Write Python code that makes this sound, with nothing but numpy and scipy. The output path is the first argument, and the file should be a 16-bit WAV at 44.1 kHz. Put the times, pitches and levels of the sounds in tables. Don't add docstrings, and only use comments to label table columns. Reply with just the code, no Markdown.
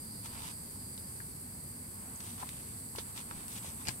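import sys
import numpy as np
from scipy import signal
from scipy.fft import rfft, irfft
from scipy.io import wavfile

SR = 44100
rng = np.random.default_rng(int(sys.argv[2]) if len(sys.argv) > 2 else 0)


def wav_record(signal):
    frames = np.transpose(np.atleast_2d(signal))
    bounded = np.clip(frames, -1, 1)
    quanta = np.round(bounded * 32767).astype(np.int16)
    wavfile.write(sys.argv[1], SR, quanta)


N = 176400
TIME = np.arange(N) / SR
ATTACK_S, RIGHT_DELAY_S, CLOSE_LIKENESS = 0.00053, 0.000349, 0.45


# frequency_hz, left_minus_right_db
CLOSE_BALANCE = [(300, -3), (1000, 2.5), (1800, 4), (2600, 3), (3800, -3), (5500, -4), (8000, 2),
                 (14000, 3)]
def lettuce():
    mix = np.zeros((2, N))
    for play in (rustles, ticks, snaps, pats):
        play(mix)
    lean_db = spectrum(CLOSE_BALANCE, np.fft.rfftfreq(N, 1 / SR))
    return irfft(rfft(mix) * amp([lean_db / 2, -lean_db / 2]), N)


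# frequency_hz, relative_db
LEAF_TONE = [(120, 9), (400, -10), (950, -0.5), (1300, -7.5), (1900, -3.5), (2600, 0), (3700, 0.5),
             (4900, -4.5), (6200, -4), (9000, -4), (15500, -17.5)]
# peak_s, rise_s, fall_s, leaf_db, brightness_db_per_octave, sand_db, left_db
LEAF_SLIDES = [(.262, 0.023, 0.014, -48.5, 3, -58, 0), (.385, .1, 0.073, -52.5, -1, -58, -1),
               (.465, .05, 0.054, -49, 1, -59.5, -1), (.68, 0.066, 0.11, -61, 9, -76, 0),
               (2.275, .06, 0.089, -51.5, 4, -66, 0.5), (2.406, 0.027, 0.028, -50.5, 3, -54, -1),
               (2.5, 0.088, 0.25, -57.5, 0.5, -71, 4), (2.995, .03, 0.027, -51.5, 3, -58.5, -6),
               (3.089, 0.045, 0.027, -60, -2, -63, 7), (3.182, .03, 0.035, -48, 2.5, -58, 0),
               (3.37, 0.093, 0.11, -54.5, -1.5, -73, 2), (3.53, 0.044, .02, -49, 4.5, -68, 0),
               (3.575, 0.028, 0.018, -45.5, 3, -69, 1.5), (3.66, 0.041, 0.057, -50, 2.3, -62, 2.5),
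               (3.82, 0.056, 0.056, -58.5, 2, -66, 1), (3.885, 0.024, 0.044, -49, 0, -62, 1)]
def rustles(mix, slips_per_s=5000, spread_db=3.5):
    for peak_s, rise_s, fall_s, leaf_db, brightness, sand_db, left_db in LEAF_SLIDES:
        slips = noise(SR) * (rng.random((2, SR)) < slips_per_s / SR)
        slips *= amp(spread_db * np.minimum(rng.exponential(1, SR), 4))
        slips = stereo(slips, CLOSE_LIKENESS, RIGHT_DELAY_S)
        leaf = pan(amp(leaf_db) * colour(slips, tilted(LEAF_TONE, brightness)), left_db)
        sand = amp(sand_db) * colour(slips, hump(980, octaves=0.45))
        t = np.arange(-2 * rise_s, 2 * fall_s, 1 / SR)
        swell = np.exp(-(t / np.where(t < 0, rise_s, fall_s)) ** 2)
        add(mix, peak_s + t[0], (leaf + sand)[:, :len(t)] * swell)


# pitch_hz, relative_db, decay_s
RIB_NOTES = [(273, -15.5, 0.0047), (860, -11.5, 0.0019), (1680, -12.5, 0.0026), (2560, -10, 0.0025),
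             (4300, -4.5, 0.0013), (5100, -23, 0.00075)]
# frequency_hz, relative_db
RIB_TONE = [(150, -9), (400, -7), (1200, -18), (1800, -2), (2700, 5.5), (3750, -15), (4900, 9),
            (6200, -6.5), (7500, 3.5), (10000, -10.5), (15500, -18)]
# start_s, level_db, decay_s, brightness_db_per_octave, left_db
RIB_CRACKS = [(3.853, -47, 0.016, -4, 2), (3.871, -32, 0.0024, -4.5, -1), (3.878, -35.5, 0.0047, -4.5, -6),
              (3.8845, -27, 0.002, 4.5, 9), (3.89, -27.5, 0.0014, -1, 7.5)]
def snaps(mix, detune=0.016):
    for start_s, level_db, decay_s, brightness, left_db in RIB_CRACKS:
        notes = sum(amp(db) * ring(hz * (1 + detune * rng.standard_normal()), fade_s)
                    for hz, db, fade_s in RIB_NOTES)
        tear = burst(tilted(RIB_TONE, brightness), decay_s)
        add(mix, start_s, amp(level_db) * pan(notes + tear, left_db))


# start_s, level_db, pitch_hz, decay_s
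SAND_PATS = [(.257, -52, 960, 0.0024), (.757, -49, 930, .0025), (1.202, -44.5, 1660, 0.0024),
             (2.426, -33, 830, .002), (2.4316, -36, 990, 0.0019), (2.952, -45, 890, .003),
             (2.984, -39.5, 426, 0.0033), (3.311, -37, 1126, 0.0019), (3.646, -42.5, 674, 0.0027),
             (3.817, -53, 1210, 0.0034), (3.884, -41.5, 780, 0.0018), (3.886, -42.5, 125, 0.015)]
def pats(mix):
    for start_s, level_db, pitch_hz, decay_s in SAND_PATS:
        body = ring(pitch_hz, decay_s) + amp(-8.5) * ring(pitch_hz * 1.36, decay_s / 2)
        scuff = burst(hump(pitch_hz, octaves=0.25), decay_s)
        add(mix, start_s, amp(level_db) * pan(body + scuff, left_db=3))


# start_s, level_db, centre_hz, width_octaves, decay_s, left_db
LEAF_TICKS = [(.821, -58, 3500, .4, .002, -1), (.977, -43, 3470, .6, 0.0023, 3),
              (2.159, -42.5, 6900, 0.21, 0.0018, -5), (2.204, -39.5, 3600, 1.6, 0.0033, 3),
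              (2.4911, -33, 3700, 0.76, 0.00052, 1), (2.959, -40, 4300, 2.1, 0.0044, -3),
              (2.9847, -39.5, 4300, 0.38, 0.0056, -6), (2.9845, -42, 1490, 0.95, 0.0053, 5),
              (3.1762, -37, 3200, 0.75, 0.0014, 0), (3.1796, -43, 3200, 1.6, .0012, 13),
              (3.311, -41, 2300, 0.74, 0.0017, -1), (3.4815, -35, 14000, 3.1, .001, 4),
              (3.529, -43, 14000, .7, .006, 2), (3.7025, -42, 5000, 1.3, .0006, -3)]
def ticks(mix):
    for start_s, level_db, centre_hz, octaves, decay_s, left_db in LEAF_TICKS:
        add(mix, start_s, amp(level_db) * pan(burst(hump(centre_hz, octaves), decay_s), left_db))


# frequency_hz, relative_db
HISS_TONE = [(5500, -27), (6900, -20.5), (7400, -15), (7900, -10.5), (8600, -2.5), (9100, -5),
             (10200, -9.5), (11200, -11), (11800, -10), (12600, -12), (13500, -18.5), (15800, -47)]
# time_s, hiss_db, lower_pitched_insects_db
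INSECT_LEVELS = [(0, -48.5, -58.5), (.45, -49, -57), (.85, -48.5, -55.5), (1.15, -47, -56.5),
                 (1.45, -50, -56.5), (1.9, -49, -58.5), (2.2, -49.5, -53), (2.55, -48.5, -56),
                 (2.95, -48.5, -55), (3.35, -49, -55.5), (3.65, -48, -52.5), (4, -47.5, -57)]
# pulses_per_s, strength (the far rasps are 1)
NEAR_BUZZERS = [(78.6, 0.2), (83, 0.1), (50.9, 0.076)]
def insects():
    rasps = noise()
    for pulses_per_s, strength in NEAR_BUZZERS:
        rasps += strength * wingbeats(pulses_per_s, wander=0.0063) * stereo(noise(), likeness=-0.8)
    hiss_gain, lower_gain = gain_curves(INSECT_LEVELS)
    hiss = hiss_gain * colour(rasps, lambda hz: spectrum(HISS_TONE, hz)) * amp(0.43 * drift(21))
    lower = lower_gain * colour(noise(), hump(7945, octaves=0.056)) * amp(drift(5.1))
    nearest = colour(stereo(noise(), likeness=-0.7), hump(8510, octaves=0.05))
    nearest *= amp(-53.5 + 0.79 * drift(9))
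    flutter = colour(stereo(noise(), likeness=-0.5), hump(11760, octaves=0.28))
    flutter *= wingbeats(NEAR_BUZZERS[0][0], wander=0.013) * amp(-57 + 2 * drift(30))
    return pan(hiss, left_db=-1.2) + pan(lower, left_db=-6) + nearest + flutter


def wingbeats(pulses_per_s, wander):
    beats = np.cumsum(pulses_per_s * (1 + wander * drift(1.66))) / SR + rng.random()
    return normalise((1 + np.cos(2 * np.pi * beats)) ** 2)


# pitch_hz, pulses_per_s, relative_db
CRICKET_TRILLS = [(4760, 21, -0.5), (4880, 37, -18), (5030, 180, -5.5)]
# time_s, near_db, far_db
CRICKET_LEVELS = [(0, -62.5, -65), (.12, -63.5, -60), (.9, -64.5, -64.5), (1.3, -70.5, -65),
                  (2, -70, -67.5), (2.8, -79, -64), (3.3, -78, -64.5), (4, -87, -68.5)]
def crickets(wander_db=2.5):
    trills = np.zeros(N)
    for pitch_hz, pulses_per_s, db in CRICKET_TRILLS:
        gain = amp(db + wander_db * drift(5.8))
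        pulses = 3.1 + wingbeats(pulses_per_s, wander=0.046)
        wavering_hz = pitch_hz + 26 * drift(45.2)
        trills += gain * pulses * np.sin(2 * np.pi * np.cumsum(wavering_hz) / SR)
    blur = colour(noise(), hump(4574, octaves=0.12))
    near_gain, far_gain = gain_curves(CRICKET_LEVELS)
    return pan(near_gain * normalise(trills) + far_gain * blur, left_db=-6)


# frequency_hz, relative_db
RUMBLE_TONE = [(15, -36), (30, -24), (52, -6.5), (100, -0.5), (160, -4.5), (240, -4), (320, -13),
               (480, -17.5), (700, -25), (900, -22.5), (1300, -28.5), (2200, -24.5), (3300, -45.5)]
AIRY_TONE = [(4300, -31.5), (6000, -33.5), (15000, -30)]
# frequency_hz, likeness (0 to 1)
RUMBLE_LIKENESS = [(30, 0.92), (110, 0.99), (300, .9), (700, 0.46), (1300, 0.04), (2200, 0.67), (9000, 0)]
def rumble(level_db=-49.5):
    likeness = spectrum(RUMBLE_LIKENESS, np.fft.rfftfreq(N, 1 / SR))
    air = stereo(noise(), likeness, delay_s=0.000176)
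    air = colour(air, lambda hz: spectrum(RUMBLE_TONE + AIRY_TONE, hz))
    return pan(amp(level_db) * air, left_db=0.5)


# time_s, level_db
BREEZE_LEVELS = [(0, -63), (.7, -64), (1.3, -65), (1.85, -64.5), (2.06, -56.5), (2.2, -58.5), (2.8, -65.5),
                 (3.35, -58), (4, -60)]
def breeze():
    murmur = colour(stereo(noise(), likeness=0.7, delay_s=RIGHT_DELAY_S), hump(996, octaves=0.66))
    return pan(murmur * gain_curves(BREEZE_LEVELS)[0], left_db=2)


def bush_echo(sound, level_db=-7.5, fade_s=0.099, low_cut_hz=1500, size=12000):
    tail = colour(noise(size), lambda hz: -10 * np.log10(1 + (low_cut_hz / (hz + 1)) ** 2))
    tail *= amp(-60 * TIME[:size] / fade_s)
    tail /= np.linalg.norm(tail[0])
    return sound + amp(level_db) * signal.fftconvolve(sound, tail, axes=1)[:, :N]


def burst(tone, decay_s, size=4096):
    t = TIME[:size]
    envelope = np.minimum(t / ATTACK_S, 1) * np.exp(-np.maximum(t - ATTACK_S, 0) / decay_s)
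    crackle = colour(stereo(noise(size), CLOSE_LIKENESS, RIGHT_DELAY_S), tone)
    return normalise(crackle * envelope) * np.sqrt(np.mean(envelope ** 2))


def ring(pitch_hz, decay_s, size=4096):
    t = np.maximum(TIME[:size] - np.array([[0], [RIGHT_DELAY_S]]), 0)
    return np.sqrt(2) * np.sin(2 * np.pi * pitch_hz * t) * np.exp(-t / decay_s) * np.minimum(t / ATTACK_S, 1)


def noise(size=N):
    return rng.standard_normal((2, size))


def amp(db):
    return 10 ** (np.asarray(db) / 20)


def normalise(sound):
    return sound / np.sqrt(np.mean(sound ** 2) + 1e-20)


def spectrum(table, hz):
    frequencies, values = np.transpose(table)
    return np.interp(np.log(hz + 1), np.log(frequencies + 1), values)


def gain_curves(table):
    times, *columns = np.transpose(table)
    return [amp(np.interp(TIME, times, column)) for column in columns]


def colour(sound, tone):
    size = sound.shape[-1]
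    return normalise(irfft(rfft(sound) * amp(tone(np.fft.rfftfreq(size, 1 / SR))), size))


def hump(centre_hz, octaves):
    return lambda hz: -20 * np.log10(1 + (np.log2((hz + 1) / centre_hz) / octaves) ** 2)


def tilted(table, db_per_octave):
    return lambda hz: spectrum(table, hz) + db_per_octave * np.log2(hz + 100)


def drift(rate_hz):
    return colour(rng.standard_normal(N), lambda hz: -20 * np.log10(1 + (hz / rate_hz) ** 4))


def stereo(pair, likeness, delay_s=0):
    hz = np.fft.rfftfreq(pair.shape[1], 1 / SR)
    left, other = rfft(pair)
    right = likeness * left + np.sqrt(1 - likeness ** 2) * other
    right *= np.exp(-2j * np.pi * hz * delay_s)
    return irfft(np.array([left, right]), pair.shape[1])


def pan(sound, left_db):
    return sound * amp([[left_db / 2], [-left_db / 2]])


def add(mix, start_s, sound):
    start = round(start_s * SR)
    part = mix[:, start:start + sound.shape[1]]
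    part += sound[:, :part.shape[1]]


def scene():
    return rumble() + breeze() + insects() + crickets() + bush_echo(lettuce())


def record(dry, cutoff_hz=15820):
    low_pass = signal.firwin(801, cutoff_hz, window=("kaiser", 8), fs=SR)
    return signal.oaconvolve(dry, low_pass[None], "same", axes=1)


dry = scene()
out = record(dry)
wav_record(out)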